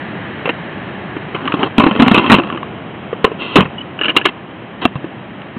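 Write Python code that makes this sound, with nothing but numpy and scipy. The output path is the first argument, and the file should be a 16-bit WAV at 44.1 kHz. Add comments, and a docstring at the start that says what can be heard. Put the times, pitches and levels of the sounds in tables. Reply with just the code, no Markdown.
"""At a vehicle, outdoors at night, hard objects are shifted about in an open plastic case.
They bump, tap and scrape against the hollow shell: each knock layers a low boom, a wall clack and a
bright edge tick. A small piece clicks, an edge squeaks, and a stiff catch creaks and snaps over,
all on a steady bed of rushing noise. The small, narrow-band microphone is very close and overloads
on the heavy bumps."""
import sys
import numpy as np
from scipy import signal
from scipy.fft import rfft, irfft
from scipy.io import wavfile
from scipy.ndimage import uniform_filter1d

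SR = 44100
rng = np.random.default_rng(int(sys.argv[2]) if len(sys.argv) > 2 else 0)


def to_wav(s):
    """Save 16-bit WAV."""
    ch = np.atleast_2d(s).T  # columns
    pcm = np.round(np.clip(ch, -1, 1) * 32767)  # PCM
    wavfile.write(sys.argv[1], SR, pcm.astype(np.int16))


N = 246078

# heavy landings, and some stronger rebounds that follow them: t/s, level/dB, boom f/Hz, hardness (tick over
# boom)/dB, chatter length/s
HEAVY_BUMPS = [(1.782, 3, 244, -10.5, 0.0038), (1.798, -6, 254, -9.5, 0.019), (1.838, -7, 276, -12, 0.01),
               (1.865, -5, 310, -22, 0.0091), (1.998, -0.5, 255, -19, 0.015), (2.023, 4, 232, -11, 0.0072),
               (2.081, -2.5, 246, -2, 0.0019), (2.114, -3.5, 214, -17.5, 0.01),
               (2.145, -6.5, 224, 1.5, 0.019), (2.177, -5.5, 225, -5.5, 0.015),
               (2.299, -2, 251, -10, 0.016), (2.318, 19.5, 230, -5.5, 0.0086),
               (3.244, 7, 429, -10.5, 0.0046), (3.557, -3, 410, 0.5, 0.012), (3.561, 5.5, 267.4, -8, 0.011),
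               (3.586, -10.5, 186, -21, 0.023), (3.606, -9, 227, -1, 0.012),
               (4.853, -2.5, 246.5, -5, 0.0057)]
# light touches: t/s, peak/dB, boom f/Hz, hardness/dB
LIGHT_TAPS = [(0.456, -5, 423, -4), (0.476, -7, 524, -15), (0.492, -2, 463, -2.5), (1.166, -10.5, 300, -17),
              (1.347, -8, 366, -4), (1.54, -0.5, 297, -13.5), (1.593, -7.5, 293, -12), (1.631, 1, 287, -3),
              (2.067, -4, 225, -29), (2.263, -4, 260, 1), (2.385, 0, 290, -13), (3.129, -6.5, 457, -27),
              (3.276, -11, 438, -24), (3.316, -12.5, 440, -20), (3.42, -11, 221, 4),
              (3.654, -8.5, 166, -12), (4.287, -12, 234, -1), (4.955, -7, 140, -17),
              (5.043, -10.5, 328, -25), (5.566, -13, 220, -27)]
# a hand rummages: start/s, end/s, typical peak/dB
RUMMAGE_SPANS = [(1.403, 1.68, -16.5), (1.797, 2.4, -6.5), (2.392, 2.56, -16.5)]
# the catch creaks: t/s, relative level/dB, run length/s
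CATCH_CREAKS = [(3.9903, -7.5, .010), (4.0123, 0, .006), (4.0345, -3.5, .017), (4.056, -0.5, .010),
                (4.0824, -0.5, .030), (4.1836, -2.5, .009), (4.2136, -6.5, .006), (4.2665, -1.5, .004)]
# the catch snaps over: t/s, snap peak/dB, chatter length/s, boom level/dB
CATCH_SNAPS = [(4.165, 10, 0.0088, -3), (4.254, 8.5, 0.0061, -14)]
# a small piece is touched and rocks to rest: t/s, peak/dB
PIECE_CLICKS = [(1.363, -13), (1.476, -5.5), (1.521, -6.5), (2.436, -12.5), (2.501, -9.5), (2.525, -15),
                (2.574, -14), (2.63, -11.5), (5.418, -22)]
# objects slide over one another: start/s, end/s, level/dB, brightness/dB
SCRAPES = [(1.317, 1.628, -30, -9.5), (1.591, 1.685, -19.5, -11.5), (1.754, 2.013, -24, -7),
           (1.999, 2.432, -21, -5), (2.391, 2.58, -32.5, -13), (3.379, 3.587, -26, 0),
           (3.995, 4.131, -28, -7.5), (4.142, 4.215, -25, -5), (4.239, 4.297, -25, 3.5),
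           (4.81, 4.865, -21.5, -1)]
# an edge squeaks on the plastic: start/s, end/s, f/Hz, level/dB
EDGE_SQUEAK = (3.778, 3.824, 2940, -28)
# modes of the case walls, object edges, catch and small piece: f/Hz, width/Hz, relative level/dB
WALL_MODES = [(346, 108, 1), (615, 233, 0), (738, 145, 1.5), (1050, 153, 3.5), (1421, 365, 0.5),
              (1622, 520, -2), (1793, 224, -4)]
EDGE_MODES = [(2060, 89, -3.5), (2660, 230, 2.5), (2713, 223, 9), (2758, 500, 3), (3092, 300, -1.5),
              (3520, 440, -51.5)]
CATCH_MODES = [(333, 97, -2), (1180, 290, -9.5), (1410, 190, -3.5), (1706, 59, -1), (2200, 330, -9.5),
               (2845, 190, 6), (3060, 330, -7.5)]
PIECE_MODES = [(1162, 97, 11.5), (1930, 1200, -4), (2840, 230, 5)]
# EQ curve of the rush: f/Hz, relative level/dB
RUSH_EQ = [(15, -58), (25, -21), (74, -7), (107, -0.5), (198, 3.5), (256, -1.5), (345, -0.5), (466, -7),
           (655, -6), (1120, -10), (1710, -15.5), (3110, -17), (4110, -33), (5340, -70.5), (9040, -120)]
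# fader rides of the rush and of the narrow hiss in it: t/s, level/dB
RUSH_FADER = [(0, -26.5), (1.4, -27), (2.7, -27.5), (3.7, -28.5), (4.4, -31), (5.58, -31)]
HISS_FADER = [(0, -32.5), (1.3, -36), (2.7, -50), (5.58, -42.5)]


def from_db(db):
    """Decibels to gain."""
    return 10 ** (np.asarray(db) / 20)


def rms_one(x):
    """Normalise to an rms of 1."""
    return x / np.sqrt(np.mean(x ** 2) + 1e-20)


def crest_one(x, size=260):
    """Normalise the loudest few milliseconds to an rms of 1."""
    return x / np.sqrt(uniform_filter1d(x ** 2, size).max() + 1e-20)


def with_peak(x, db):
    """Normalise the peak to db."""
    return from_db(db) * x / np.abs(x).max()


def fader(rows):
    """Breakpoints of t/s, level/dB as a gain for every sample."""
    return from_db(np.interp(np.arange(N) / SR, *np.transpose(rows)))


def add(out, s, x):
    """Mix x into out from time s."""
    at = int(s * SR)
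    out[at:at + len(x)] += x[:max(N - at, 0)]


def resonate(x, hz, width_hz):
    """One resonance with unity gain at its peak."""
    r = np.exp(-np.pi * width_hz / SR)
    feedback = [1, -2 * r * np.cos(2 * np.pi * hz / SR), r * r]
    return signal.lfilter(np.array([1, 0, -1]) * (1 - r * r) / 2, feedback, x + 1e-18)


def body(force, modes, spread_db=2.0, detune=0.017):
    """Each point of contact rings the modes with its own balance and tuning."""
    chance = rng.standard_normal((len(modes), 2)).clip(-1.5, 1.5)
    return sum((-1) ** k * from_db(db + spread_db * size) * resonate(force, hz * (1 + detune * pitch), w)
               for k, ((hz, w, db), (size, pitch)) in enumerate(zip(modes, chance)))


def grit(count, per_s=2500, spread_db=3.0):
    """Tiny collisions of uneven size between two hard surfaces."""
    sizes = from_db(spread_db * rng.standard_normal(count).clip(-2, 2))
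    return (rng.random(count) < per_s / SR) * rng.choice([-1, 1], count) * sizes


def contact(chatter_s, first_db, tail_db=-20.0, tail_s=0.016):
    """The force of a hit: a sharp attack, a short chatter and a faint tail of rattling contents."""
    t = np.arange(SR // 6) / SR
    envelope = np.exp(-(t / chatter_s) ** 2) + from_db(tail_db) * np.exp(-t / tail_s)
    force = grit(len(t)) * envelope
    force[0] = from_db(first_db)
    return force


def boom(hz, cycles, rise_s=0.00088, flex_db=-20.0, flex_ratio=0.645):
    """The hollow shell rings over a slower flexing of the case, dying by 60 dB in the given cycles."""
    t = np.arange(SR // 6) / SR
    swing = np.sin(2 * np.pi * hz * t) + from_db(flex_db) * np.sin(2 * np.pi * hz * flex_ratio * t)
    envelope = from_db(-60 * hz * t / cycles) * (1 - np.exp(-t / rise_s))
    return rng.choice([-1, 1]) * crest_one(swing * envelope)


def knock(boom_hz, hardness_db, chatter_s, cycles, clack_db):
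    """One hit sounds shell, walls and the object's edge together; a harder one trades boom for tick."""
    force = contact(chatter_s, first_db=11.0)
    shell = from_db(-hardness_db / 2) * boom(boom_hz, cycles)
    clack = from_db(clack_db) * crest_one(body(force, WALL_MODES))
    tick = from_db(hardness_db / 2) * crest_one(body(force, EDGE_MODES))
    return shell + clack + tick


def bumps(cycles=7.66, clack_db=1.0, gap_s=0.021, loss_db=7.5, bounce_chatter_s=0.0097, bounces=3):
    """Heavy objects land in the case, chatter, and bounce on to other spots of the shell."""
    out = np.zeros(N)
    for s, db, hz, hardness_db, chatter_s in HEAVY_BUMPS:
        add(out, s, from_db(db) * knock(hz, hardness_db, chatter_s, cycles, clack_db))
        for delay in np.cumsum(gap_s * (1 + 0.1378 * rng.uniform(-1, 1, bounces))):
            spot_hz = hz * (1 + 0.13 * rng.uniform(-1, 1))
            bounce = knock(spot_hz, hardness_db, bounce_chatter_s, cycles, clack_db)
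            # the longer the chatter, the less each bounce loses
            add(out, s + delay, from_db(db - loss_db * delay / chatter_s) * bounce)
    return out


def catch(slip_gap_s=0.01, slip_loss_db=1.5, creak_trim_db=-2.0, max_slips=6):
    """A stiff catch gives way in short, rough slips, then snaps over with a crack and jolts the shell."""
    out = np.zeros(N)
    for s, db, run_s in CATCH_CREAKS:
        for k in range(max_slips):
            slip = body(contact(chatter_s=0.0069, first_db=10.0, tail_db=-15.0), CATCH_MODES)
            if k * slip_gap_s < run_s:
                add(out, s + k * slip_gap_s, with_peak(slip, db + creak_trim_db - k * slip_loss_db))
    for s, db, chatter_s, boom_db in CATCH_SNAPS:
        force = contact(chatter_s, first_db=4.0)
        ring = body(force, CATCH_MODES) + from_db(-6.0) * body(force, WALL_MODES)
        crack = from_db(-4.0) * resonate(force, hz=2400, width_hz=3000)
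        add(out, s, with_peak(ring + crack, db) + from_db(boom_db) * boom(hz=360, cycles=15.8))
    return out


def taps():
    """Objects touch the case in light, short knocks."""
    out = np.zeros(N)
    for s, db, hz, hardness_db in LIGHT_TAPS:
        tap = knock(hz, hardness_db, chatter_s=0.011, cycles=11.2, clack_db=0.0)
        add(out, s, with_peak(tap, db))
    return out


def jostles(per_s=40, spread_db=3.5, boom_hz=300, spread_octaves=0.35, count=30):
    """The contents collide under a rummaging hand, uneven in timing, weight and pitch."""
    out = np.zeros(N)
    for start, end, db in RUMMAGE_SPANS:
        times = start + np.cumsum(rng.uniform(.3, 1.7, count)) / per_s
        for s, (softness, pitch) in zip(times, rng.standard_normal((count, 2)).clip(-2, 2)):
            hz = boom_hz * 2 ** (spread_octaves * pitch)
            touch = knock(hz, hardness_db=-5.5, chatter_s=0.0055, cycles=26.0, clack_db=2.0)
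            if s < end:
                add(out, s, with_peak(touch, db - spread_db * softness))
    return out


def clicks():
    """A small hard piece rings briefly after each touch."""
    out = np.zeros(N)
    for s, db in PIECE_CLICKS:
        force = contact(chatter_s=0.004, first_db=5.5, tail_db=-28.0)
        add(out, s, with_peak(body(force, PIECE_MODES), db))
    return out


def scrapes():
    """Sliding feeds a stream of grit into walls and shell; a hard edge adds a bright rasp on top."""
    out = np.zeros(N)
    for start, end, db, bright_db in SCRAPES:
        count = int((end - start) * SR)
        force = grit(N, per_s=2000, spread_db=2.0)[:count] * signal.windows.tukey(count, .3)
        dull = body(force, WALL_MODES) + from_db(-2.0) * resonate(force, hz=270, width_hz=170)
        rasp = from_db(-9.5) * resonate(force, hz=3000, width_hz=2600)
        bright = from_db(2.0) * body(force, EDGE_MODES) + rasp
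        add(out, start, from_db(db) * rms_one(dull + from_db(bright_db) * bright))
    return out


def squeak(width_hz=200):
    """An edge sticks and slips on the plastic, driving one narrow resonance."""
    start, end, hz, db = EDGE_SQUEAK
    out, count = np.zeros(N), int((end - start) * SR)
    tone = resonate(resonate(grit(count), hz, width_hz), hz, width_hz)
    add(out, start, from_db(db) * rms_one(tone * signal.windows.tukey(count, .2)))
    return out


def rush():
    """The bed: broad, dark noise around the vehicle, with a narrow hiss strongest at the start."""
    hz, db = np.transpose(RUSH_EQ)
    bin_hz = np.arange(N // 2 + 1) * SR / N
    colour = from_db(np.interp(np.log(bin_hz + 1), np.log(hz), db))
    broad = rms_one(irfft(rfft(rng.standard_normal(N)) * colour, N))
    hiss = rms_one(resonate(rng.standard_normal(N), hz=1740, width_hz=330))
    return fader(RUSH_FADER) * broad + fader(HISS_FADER) * hiss


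def scene():
    """The mix: close, dry and mono."""
    return (rush() + bumps() + taps() + clicks() + jostles() + catch() + squeak() + scrapes())[None]


def record(dry, low_cut_hz=80, notch_width_hz=170, ceiling=0.94, band_edge_hz=4170, high_cut_hz=17000):
    """The small microphone clips flat and narrows the band; the overshoot clips again, spitting treble."""
    x = signal.sosfilt(signal.butter(2, low_cut_hz, "high", fs=SR, output="sos"), dry)
    for hz in (3510, 4000):   # the microphone's band ends in ripples
        x = signal.lfilter(*signal.iirnotch(hz, hz / notch_width_hz, fs=SR), x)
    x = np.clip(x, -ceiling, ceiling)
    band = signal.firwin(301, band_edge_hz, window=("kaiser", 8), fs=SR)
    x = np.clip(signal.fftconvolve(x, band[None], "same", axes=1), -1, 1)
    return signal.sosfilt(signal.butter(12, high_cut_hz, fs=SR, output="sos"), x)


dry = scene()
out = record(dry)
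to_wav(out)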